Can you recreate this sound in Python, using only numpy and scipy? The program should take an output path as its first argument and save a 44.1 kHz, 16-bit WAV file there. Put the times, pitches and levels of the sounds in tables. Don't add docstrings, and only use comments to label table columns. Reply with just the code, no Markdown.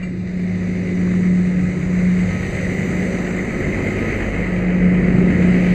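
import sys
import numpy as np
from scipy import signal
from scipy.io import wavfile
from scipy.ndimage import uniform_filter1d

SR = 44100
rng = np.random.default_rng(int(sys.argv[2]) if len(sys.argv) > 2 else 0)


def wrap_up_sound(samples):
    columns = np.atleast_2d(samples).T
    tamed = np.clip(columns, -1, 1)
    steps = np.round(tamed * 32767).astype(np.int16)
    wavfile.write(sys.argv[1], SR, steps)


N = 253120
FIRING_HZ, PUMP_HZ, SOUND_M_PER_S = 50.13, 180.9, 343
KNOCK_OFFSET_S, CUTOFF_HZ = .034, 15700

# t/s, level/dB
PUMP_LEVEL = [(0.0, -22), (0.25, -27), (0.37, -22), (0.69, -20), (0.88, -23.5), (1.06, -15.5), (1.2, -18.5),
              (1.3, -13), (1.8, -21.5), (1.9, -17), (2.22, -16), (2.49, -27.5), (3.04, -22), (3.42, -27.5),
              (3.5, -38), (3.74, -28), (3.95, -37), (4.3, -41), (4.4, -25.5), (4.86, -13), (5.02, -17.5),
              (5.21, -13.5), (5.35, -17.5), (5.48, -13.5), (5.74, -15.5)]
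# multiple, level/dB re roar, waver/dB
PUMP_PARTIALS = [(2, -12.5, 3.5), (2.145, -15, 0.5), (3, -18.5, 2.5)]
# multiple, level/dB re clatter, width/Hz
PUMP_WHINES = [(7.015, -18, 14), (13.9, -20, 35)]
# t/s, roar/dB, clatter/dB, upper hiss/dB, clatter tilt/(dB/octave)
ENGINE_PATH = [(0.0, -36.5, -40, -63, 0.3), (0.13, -36, -45, -65, -0.7), (0.65, -32, -38, -56, 0.7),
               (1.21, -28, -36, -53.5, 0.3), (1.28, -31.5, -37.5, -54.5, -0.6),
               (1.92, -31.5, -35, -52, -0.4), (2.4, -31, -32, -49, 2), (3.12, -25.5, -31, -48, 0.7),
               (3.18, -28.5, -31.5, -48.5, 0.3), (3.42, -25, -31.5, -50, -0.6),
               (4.08, -26, -28.5, -50.5, 1.8), (4.25, -26.5, -29, -51.5, -0.5),
               (4.47, -28.5, -30.5, -54.5, 0.3), (4.86, -25, -31.5, -58.5, -0.8),
               (5.48, -20.5, -28.5, -52.5, 1.2), (5.74, -25, -28, -52, 5.5)]
# t/s, rumble/dB, firing harmonics 1, 2, 3/dB
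EXHAUST_LEVELS = [(0, -28, -50, -46, -55), (.5, -30.5, -42, -30.5, -44.5), (1.4, -26.5, -43, -34, -44),
                  (1.8, -23.5, -47, -45, -27.5), (2.25, -24, -33, -31, -39), (2.75, -25.5, -43, -31.5, -32),
                  (3.25, -30, -36.5, -38.5, -35), (3.7, -24.5, -35, -29.5, -31),
                  (4.45, -28.5, -28, -31.5, -44), (5.1, -20, -31.5, -42.5, -27.5),
                  (5.74, -26.5, -32.5, -37, -32)]
CRANK_ORDERS = [2, 5, 7, 7.5, 12, 13, 14, 15, 16, 17, 18]
CRANK_ORDER_DB = [-20.5, -14, -20.5, -22, -10, -10.5, -15, -26.5, -24, -15.5, -22]
CYLINDER_DB = [0, -4, -4, -9, -9, -5]
# f/Hz, relative density/dB
RUMBLE_SPECTRUM = [(8, -42), (15, -12), (30, -11.5), (60, -3), (128, -4.5), (170, -1), (200, -8),
                   (230, -43.5)]
ROAR_SPECTRUM = [(150, -38), (175, 1.5), (200, 0), (300, -2.5), (380, -0.5), (440, -9), (480, -12.5),
                 (540, -48)]
GROWL_SPECTRUM = [(390, -40), (430, -6), (470, 1), (590, -4.5), (720, -9.5), (880, -17.5), (1050, -22),
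                  (1300, -41)]
CLATTER_SPECTRUM = [(700, -34), (850, -21.5), (1020, -15), (1300, -11.5), (1600, -9.5), (1850, -3.5),
                    (2030, 2), (2200, -3.5), (2500, -11.5), (3050, -20.5), (3280, -28.5), (3400, -35),
                    (3500, -57)]
LOW_HISS_SPECTRUM = [(3250, -30), (3380, -10), (3550, -2), (3950, 0), (4500, -2), (4900, -4), (5150, -10),
                     (5400, -13), (5560, -20), (5650, -40)]
UPPER_HISS_SPECTRUM = [(5480, -40), (5580, -18), (5800, -10), (5920, 0), (6900, 0), (7250, -3), (7900, -2),
                       (8350, -7), (8800, -19), (9150, -28), (9300, -50)]
TOP_HISS_SPECTRUM = [(9000, -30), (9200, -9), (9650, -2), (10100, 0), (10600, -2), (11300, -8), (12000, -5),
                     (12500, -7), (13500, -10), (14000, -7), (14400, -14), (15200, -16), (15800, -20)]
# t/s, whistle/dB, octave/dB
TURBO_LEVELS = [(0, -70.5, -85), (.8, -61, -77), (1.6, -63.5, -81), (2.2, -60, -72.5), (2.9, -56, -67),
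                (3.6, -57, -70), (4.2, -63.5, -67), (4.8, -75, -79.5), (5.74, -78.5, -90)]
# t/s, f/Hz
TURBO_HZ = [(0, 5920), (.8, 5912), (1.5, 5885), (2, 5910), (2.5, 5978), (3, 6035), (3.6, 6080), (4.1, 6085),
            (5.2, 5945), (5.74, 5940)]
# t/s, level/dB
LATCH_BLOWS = [(.027, -33), (.092, -48), (.163, -48), (.197, -46)]
# f/Hz, level/dB, t60/s
LATCH_MODES = [(1992, -4, .15), (2347, 0, .17), (2772, -2, .09), (4570, -14, .15), (6718, -20, .28),
               (7881, -18, .3)]
# t/s, level/dB, centre/Hz
DULL_TAPS = [(1.072, -42, 1250), (1.136, -43, 1150)]
# t/s, speed/(m/s)
RECEDING_SPEED = [(0, 0), (4.2, 0), (4.8, 1.15), (5.74, 1.55)]


def pump():
    hz, (hum_db,) = doppler(PUMP_HZ), curves(PUMP_LEVEL)
    roar_db, clatter_db, _, _ = curves(ENGINE_PATH)
    partials = sum(tone(k * hz, db + roar_db, waver_db, wobble_rad=.058 * k, drift_hz=12)
                   for k, db, waver_db in PUMP_PARTIALS)
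    whines = sum(whistle(k * hz, db + clatter_db, width_hz) for k, db, width_hz in PUMP_WHINES)
    return tone(hz, hum_db, waver_db=.79, wobble_rad=.07, drift_hz=12) + partials + whines


def firings(decay_s, scatter_db):
    hz = doppler(FIRING_HZ)
    count = np.cumsum(hz) / SR - KNOCK_OFFSET_S * hz[0] + 6
    index, age_s = count.astype(int), count % 1 / hz
    db = np.array(CYLINDER_DB)[index % 6] + scatter_db * rng.standard_normal(index.max() + 1)[index]
    return uniform_filter1d(amp(db) * np.exp(-age_s / decay_s), size=40)


def exhaust(knock):
    roar_db, clatter_db, _, _ = curves(ENGINE_PATH)
    rumble_db, *harmonic_db = curves(EXHAUST_LEVELS)
    hz = doppler(FIRING_HZ)
    harmonics = sum(tone(k * hz, db, waver_db=.6, wobble_rad=.2, drift_hz=6.6)
                    for k, db in enumerate(harmonic_db, 1))
    orders = sum(tone(k * hz / 3, db + roar_db, waver_db=4.4, wobble_rad=.43, drift_hz=3)
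                 for k, db in zip(CRANK_ORDERS, CRANK_ORDER_DB))
    rumble = shaped_noise(1, RUMBLE_SPECTRUM, rumble_db - 2.5, patch_db=1.1)
    roar = shaped_noise(1 + .4 * knock, ROAR_SPECTRUM, roar_db + .4, patch_db=.5)
    growl_db = -35 + .2 * swing(roar_db) + .9 * swing(clatter_db)
    growl = shaped_noise(1 + .3 * knock, GROWL_SPECTRUM, growl_db, patch_db=1)
    return harmonics + orders + rumble + roar + growl


def block_clatter(knock):
    _, clatter_db, _, _ = curves(ENGINE_PATH)
    tilts = [(t_s, tilt) for t_s, *_, tilt in ENGINE_PATH]
    return shaped_noise(1 + 1.1 * knock, CLATTER_SPECTRUM, clatter_db, patch_db=.8, tilts=tilts)


def intake_hiss(knock):
    _, clatter_db, upper_db, tilt = curves(ENGINE_PATH)
    low_db = -53.5 + .38 * swing(upper_db) + .98 * tilt
    top_db = -71 + .6 * swing(upper_db) + .45 * swing(clatter_db) + .9 * tilt
    return (shaped_noise(1 + .24 * knock, LOW_HISS_SPECTRUM, low_db, patch_db=.7)
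            + shaped_noise(1 + .5 * knock, UPPER_HISS_SPECTRUM, upper_db + .54, patch_db=1.5)
            + shaped_noise(1 + .3 * knock, TOP_HISS_SPECTRUM, top_db, patch_db=-.3))


def turbocharger():
    (hz,), (db, octave_db) = curves(TURBO_HZ), curves(TURBO_LEVELS)
    return whistle(hz, db, width_hz=35) + whistle(2 * hz, octave_db, width_hz=80)


def latch():
    out, t = np.zeros(N), np.arange(SR // 3) / SR
    attack = 1 - np.exp(-t / .0022)
    for start_s, blow_db in LATCH_BLOWS:
        scatter_db = 1.1 * rng.standard_normal(len(LATCH_MODES))
        ring = sum(amp(db + offset_db - 60 * t / t60_s) * np.sin(2 * np.pi * hz * t)
                   for (hz, db, t60_s), offset_db in zip(LATCH_MODES, scatter_db))
        out[round(start_s * SR):][:len(t)] += amp(blow_db) * ring * attack
    return out


def taps():
    out, t = np.zeros(N), np.arange(900) / SR
    for start_s, db, hz in DULL_TAPS:
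        band = signal.butter(3, [hz * .7, hz * 1.3], "band", fs=SR, output="sos")
        burst = rng.standard_normal(len(t)) * t * np.exp(-t / .002)
        out[round(start_s * SR):][:len(t)] += amp(db) * unit_rms(signal.sosfilt(band, burst))
    return out


def doppler(hz):
    return hz * (1 - curves(RECEDING_SPEED)[0] / SOUND_M_PER_S)


def tone(hz, db, waver_db, wobble_rad, drift_hz):
    phase = 2 * np.pi * (np.cumsum(hz) / SR + rng.random()) + wobble_rad * drift(drift_hz)
    return np.sqrt(2) * amp(db + waver_db * drift(drift_hz)) * np.sin(phase)


def whistle(hz, db, width_hz):
    pole = np.exp(-np.pi * width_hz / SR)
    noise = rng.standard_normal(N) + 1j * rng.standard_normal(N)
    flutter = signal.lfilter([1], [1, -2 * pole, pole * pole], noise)
    carrier = np.exp(2j * np.pi * np.cumsum(hz) / SR)
    return amp(db) * unit_rms((flutter * carrier).real)


def shaped_noise(gate, spectrum, db, patch_db, tilts=((0, 0), (1, 0))):
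    hz, t, bins = signal.stft(gate * rng.standard_normal(N), SR, nperseg=1024, noverlap=768)
    patches = uniform_filter1d(rng.standard_normal(bins.shape), size=10, axis=0)
    patches = unit_rms(uniform_filter1d(patches, size=16, axis=1))
    knot_hz, knot_db = np.transpose(spectrum)
    colour_db = np.interp(np.log(hz + 1), np.log(knot_hz + 1), knot_db, -120, -120)
    tilt_db = np.outer(np.log2((hz + 1) / 2000), np.interp(t, *np.transpose(tilts)))
    bins *= amp(colour_db[:, None] + tilt_db + patch_db * patches)
    noise = signal.istft(bins, SR, nperseg=1024, noverlap=768)[1][:N]
    return amp(db) * unit_rms(noise)


def drift(top_hz):
    t = np.arange(0, N + 256, 256) / SR
    slow = sum(np.sin(2 * np.pi * (hz * t + rng.random())) / np.sqrt(hz)
               for hz in np.geomspace(top_hz / 10, top_hz, num=24))
    return np.interp(np.arange(N) / SR, t, unit_rms(slow))


def curves(rows):
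    t_s, *columns = np.transpose(rows)
    return [np.interp(np.arange(N) / SR, t_s, column) for column in columns]


def swing(db):
    return db - db.mean()


def amp(db):
    return 10 ** (np.asarray(db) / 20)


def unit_rms(x):
    return x / np.sqrt(np.mean(x ** 2) + 1e-20)


def scene():
    knock = firings(decay_s=.008, scatter_db=1.6)
    engine = exhaust(knock) + block_clatter(knock) + intake_hiss(knock)
    return (pump() + engine + turbocharger() + latch() + taps())[None]


def record(dry):
    bent = dry + .052 * (dry ** 2 - uniform_filter1d(dry ** 2, size=4000))
    lowpass = signal.firwin(511, CUTOFF_HZ, window=("kaiser", 9), fs=SR)
    return signal.oaconvolve(bent, lowpass[None], "same")


dry = scene()
out = record(dry)
wrap_up_sound(out)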